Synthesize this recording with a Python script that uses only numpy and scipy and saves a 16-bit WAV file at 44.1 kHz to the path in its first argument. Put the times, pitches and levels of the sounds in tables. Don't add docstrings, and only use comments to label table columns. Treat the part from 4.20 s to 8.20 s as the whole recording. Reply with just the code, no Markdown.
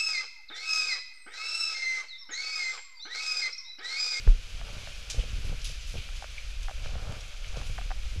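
import sys
import numpy as np
from scipy import signal
from scipy.fft import rfft, irfft
from scipy.io import wavfile

SR = 44100
rng = np.random.default_rng(int(sys.argv[2]) if len(sys.argv) > 2 else 0)


def unload_wav(signal):
    wavfile.write(
        sys.argv[1],
        SR,
        np.round(np.clip(np.atleast_2d(signal).T, -1, 1) * 32767).astype(np.int16),
    )


N = 176400
TIME = np.arange(N) / SR
FFT_SIZE = 2 ** 18
FREQS_HZ = np.maximum(np.arange(FFT_SIZE // 2 + 1) * SR / FFT_SIZE, 1)


def from_db(db):
    return 10 ** (np.asarray(db) / 20)


def unit_rms(x):
    return x / np.sqrt(np.mean(x ** 2) + 1e-20)


def envelope(rows):
    return from_db(np.interp(TIME, *np.transpose(rows)))


def spectrum_db(rows):
    hz, db = np.transpose(rows)
    return np.interp(np.log(FREQS_HZ), np.log(hz), db)


def colour(x, shape_db):
    gain = unit_rms(from_db(shape_db))
    cepstrum = irfft(np.log(gain + 1e-6))
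    cepstrum[1:FFT_SIZE // 2] *= 2
    cepstrum[FFT_SIZE // 2 + 1:] = 0
    return irfft(rfft(x, FFT_SIZE) * np.exp(rfft(cepstrum)))[:N]


def drift(rate_hz):
    lowpass_db = -40 * np.log10(1 + (FREQS_HZ / rate_hz) ** 2)
    return unit_rms(colour(rng.standard_normal(FFT_SIZE), lowpass_db))


def grains(per_s, spread_db):
    sizes = from_db(spread_db * np.minimum(rng.exponential(1, N), 4))
    signs = rng.choice([-1, 1], N)
    return unit_rms(sizes * signs * (rng.random(N) < per_s / SR))


def ring(clicks, hz, t60_s):
    r, w = np.exp(-np.log(1000) / (t60_s * SR)), 2 * np.pi * hz / SR
    return signal.lfilter([1, -r * np.cos(w)], [1, -2 * r * np.cos(w), r * r], clicks + 1e-18)


def soften(x, low_hz=300, high_hz=2200):
    lowpass = signal.butter(4, high_hz, fs=SR, output="sos")
    highpass = signal.butter(2, low_hz, "high", fs=SR, output="sos")
    return signal.sosfilt(np.vstack([lowpass, highpass]), x)


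# frequency in Hz, relative density in dB.
TREMOR_SPECTRUM = [(22, -8.5), (31, -4), (42, -9.5), (60, -15.5), (100, -33), (700, -75)]
# time in seconds, level in dB.
TREMOR_LEVELS = [(.3, -37), (.8, -40.5), (1.25, -31), (1.6, -36), (2.1, -37.5), (2.8, -32), (3.1, -40.5),
                 (3.5, -31.5)]


def hand_tremor():
    rumble = colour(rng.standard_normal(FFT_SIZE), spectrum_db(TREMOR_SPECTRUM))
    return envelope(TREMOR_LEVELS) * unit_rms(rumble)


# frequency in Hz, relative density in dB.
GRIP_SPECTRUM = [(40, -7), (100, 5), (150, -7), (240, -14.5), (350, -21.5), (480, -19), (2000, -115)]
# time in seconds, level in dB.
GRIP_LEVELS = [(.05, -52), (.075, -33), (.19, -53), (.58, -48), (.88, -57), (.98, -42), (1.08, -48),
               (1.33, -40), (1.45, -52), (1.72, -58), (1.75, -39), (1.84, -54), (2.1, -60), (2.52, -57),
               (2.63, -47), (2.9, -41), (3.03, -54), (3.24, -60), (3.35, -40), (3.46, -52), (3.91, -53),
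               (3.97, -40)]


def grip_shudder():
    jolts = grains(per_s=220, spread_db=3.0)
    return envelope(GRIP_LEVELS) * unit_rms(colour(jolts, spectrum_db(GRIP_SPECTRUM)))


# start in seconds, level in dB, pitch in Hz, rise in seconds.
HAND_BUMPS = [(0.071, -6.5, 32, 0.019), (0.067, -18.5, 77.4, 0.0045), (0.98, -16, 38, 0.0095),
              (1.131, -26.5, 60.5, 0.0042), (1.259, -24.5, 26.2, 0.018), (2.751, -29, 55, 0.0088),
              (3.495, -30.5, 97, 0.0047), (3.963, -25, 87, 0.033)]


def hand_bumps():
    out = 0
    for start_s, db, hz, rise_s in HAND_BUMPS:
        age_s = np.maximum(TIME - start_s, 0)
        swell = age_s / rise_s * np.exp(1 - age_s / rise_s)
        out += from_db(db) * swell * np.sin(2 * np.pi * hz * age_s)
    return out


# frequency in Hz, gain in dB, T60 in seconds.
RUB_MODES = [(463, -6.5, 0.023), (600, -7.5, 0.046), (739, -5, 0.02), (1384, 2, 0.0062)]
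# time in seconds, level in dB.
RUB_LEVELS = [(.055, -66), (.08, -49), (.17, -70), (.33, -64), (.49, -52.5), (.77, -64), (.98, -57),
              (1.17, -64), (1.31, -54), (1.42, -68), (1.73, -69), (1.76, -53), (1.84, -67), (2.52, -67),
              (2.65, -54.5), (2.93, -48.5), (3.08, -62), (3.29, -62), (3.365, -46.5), (3.48, -62)]


def case_rub():
    slips = grains(per_s=3500, spread_db=4)
    body = sum((-1) ** k * from_db(db) * ring(slips, hz, t60_s)
               for k, (hz, db, t60_s) in enumerate(RUB_MODES))
    return envelope(RUB_LEVELS) * unit_rms(soften(body))


# start in seconds, level in dB.
FINGER_KNOCKS = [(.084, -43), (0.9448, -39.5), (.977, -45), (.989, -36), (1.036, -41), (1.078, -48),
                 (1.3271, -39), (1.498, -45), (1.7412, -39.5), (1.754, -36.5), (2.755, -43), (3.371, -34.5),
                 (3.497, -44)]
# frequency in Hz, gain in dB, T60 in seconds.
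KNOCK_MODES = [(134, -0.5, 0.12), (488, 1.5, 0.028), (646, -6, 0.014)]


def case_knocks():
    starts_s, levels_db = np.transpose(FINGER_KNOCKS)
    out = 0
    for hz, mode_db, t60_s in KNOCK_MODES:
        scatter_db = rng.standard_normal(len(starts_s))
        clicks = np.zeros(N)
        clicks[(starts_s * SR).astype(int)] = from_db(levels_db + mode_db + scatter_db)
        out += ring(clicks, hz, t60_s)
    return soften(out, low_hz=88, high_hz=720)


# start in seconds, level in dB, ring pitch in Hz, relative snap gain in dB.
DRY_TICKS = [(0.075, -25.5, 407, -8), (.413, -37.5, 670, -1.5), (0.673, -37.5, 647, -2.5),
             (1.889, -48, 770, 7), (2.0235, -32, 775, -7), (2.0421, -34, 600, 0), (2.483, -33.5, 770, 2),
             (2.4945, -33.5, 760, -5), (2.511, -34, 620, -7), (2.659, -35.5, 536, -2.5),
             (2.754, -35, 676, -7), (3.414, -40.5, 820, 1.5), (3.5801, -44, 844, 11.5),
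             (3.586, -29, 720, -8), (3.612, -40.5, 760, 1), (3.705, -32.5, 754, -2), (3.7142, -30, 746, -1),
             (3.7207, -42, 765, -1)]
# frequency in Hz, gain in dB, T60 in seconds.
SNAP_MODES = [(1200, -6, 0.018), (1394, 3.5, 0.011), (1720, 13, 0.0018)]


def case_ticks(ref_hz=760, ref_t60_s=0.03):
    out = 0
    for start_s, db, hz, snap_db in DRY_TICKS:
        click = np.zeros(N)
        click[int(start_s * SR)] = from_db(db)
        out += ring(click, hz, ref_t60_s * (hz / ref_hz) ** 0.76)
        for k, (mode_hz, mode_db, t60_s) in enumerate(SNAP_MODES):
            gain = from_db(snap_db + mode_db + rng.standard_normal())
            out -= (-1) ** k * gain * ring(click, mode_hz, t60_s)
    return soften(out)


def cave_echo(x, wet_db, t60_s=0.57, delay_s=0.004):
    tail = rng.standard_normal(N) * np.exp(-np.log(1000) * TIME / t60_s) * (TIME > delay_s)
    tail /= np.sqrt(np.sum(tail ** 2))
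    return x + from_db(wet_db) * signal.fftconvolve(x, tail)[:N]


# frequency in Hz, relative density in dB.
WATER_SPECTRUM = [(150, -10.5), (380, -16.5), (540, -3), (760, -11), (950, -11.5), (1400, -1.5), (1950, -4),
                  (2380, 5.5), (2750, 2.5), (3200, 3), (3600, 0), (5700, -4.5), (7000, -8.5), (8800, -17),
                  (10700, -16.5), (12000, -23.5), (15000, -31.5)]
# centre in Hz, width in Hz, lift in dB.
WATER_RESONANCES = [(4870, 86, 3), (6190, 110, 4.5), (10400, 89, 2)]


def water_shape_db():
    peaks_db = sum(db / (1 + (2 * (FREQS_HZ - hz) / width_hz) ** 2)
                   for hz, width_hz, db in WATER_RESONANCES)
    return spectrum_db(WATER_SPECTRUM) + peaks_db


def far_droplets(per_s=470, t60_cycles=8.8):
    clicks = grains(per_s, spread_db=1)
    pitches_hz = np.geomspace(1400, 12000, 28)
    pitch_index = rng.integers(0, len(pitches_hz), N)
    rings = sum(hz ** 1.5 * ring(clicks * (pitch_index == k), hz, t60_cycles / hz)
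                for k, hz in enumerate(pitches_hz))
    return unit_rms(colour(cave_echo(rings, wet_db=-1), water_shape_db()))


# time in seconds, hiss level in dB.
FLOW_LEVELS = [(0, -49), (.43, -50), (.52, -47), (1.3, -48.5), (1.65, -49), (3.2, -50), (3.38, -49)]


def running_water(flicker_db=0.85, droplets_db=-7):
    noise = rng.standard_normal(N) * from_db(flicker_db * drift(rate_hz=13.8))
    hiss = colour(noise, water_shape_db())
    return envelope(FLOW_LEVELS) * (hiss + from_db(droplets_db) * far_droplets())


# start in seconds, gain in dB, band centre in Hz, band width in octaves,
# spatter time scale in seconds.
NEAR_DRIPS = [(0.8985, -30.5, 6650, 0.45, 0.016), (0.989, -42, 2920, 0.22, 0.048),
              (1.247, -55, 11000, 0.31, 0.033), (1.416, -44.5, 6000, .4, 0.0098),
              (1.4425, -36.5, 5700, 0.66, 0.045), (1.443, -45.5, 10400, 0.13, 0.019),
              (1.607, -45.5, 5360, 0.46, 0.037), (1.662, -47, 9650, .8, 0.092),
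              (1.766, -42.5, 3120, 0.5, 0.058), (1.95, -49, 7060, 0.64, 0.05),
              (2.181, -33.5, 2300, 0.15, 0.0034), (2.428, -43.5, 8500, 0.81, 0.0096),
              (2.625, -45, 3830, 0.92, 0.078), (2.923, -36.5, 7000, 1.6, 0.0016),
              (3.006, -42.5, 6200, 0.52, 0.0061), (3.244, -39, 2150, 0.38, 0.004),
              (3.279, -47, 6200, 0.35, 0.015), (3.365, -44, 6000, 0.68, 0.022),
              (3.459, -48, 9500, 0.65, 0.027)]


def near_drips(swell_s=0.75):
    out, water_db = 0, water_shape_db()
    for start_s, db, hz, octaves, length_s in NEAR_DRIPS:
        age_s = np.maximum(TIME - start_s, 0)
        rise_s, decay_s = length_s ** 2 / swell_s, 2 * length_s
        burst = (1 - np.exp(-age_s / rise_s)) * np.exp(-age_s / decay_s) / (1 + age_s / decay_s)
        spatter = burst * grains(per_s=3500, spread_db=3.2)
        band_db = -20 * np.log10(1 + (np.log2(FREQS_HZ / hz) / octaves) ** 2 / 2)
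        out += from_db(db) * colour(spatter, water_db + band_db)
    return cave_echo(out, wet_db=-6.5)


def scene():
    water = running_water() + near_drips()
    case = case_ticks() + case_knocks() + case_rub()
    hand = hand_tremor() + grip_shudder() + hand_bumps()
    return (water + case + hand)[None]


def record(dry):
    cutoff_hz = 15050
    return signal.sosfilt(signal.ellip(10, .1, 80, cutoff_hz, fs=SR, output="sos"), dry)


dry = scene()
out = record(dry)
unload_wav(out)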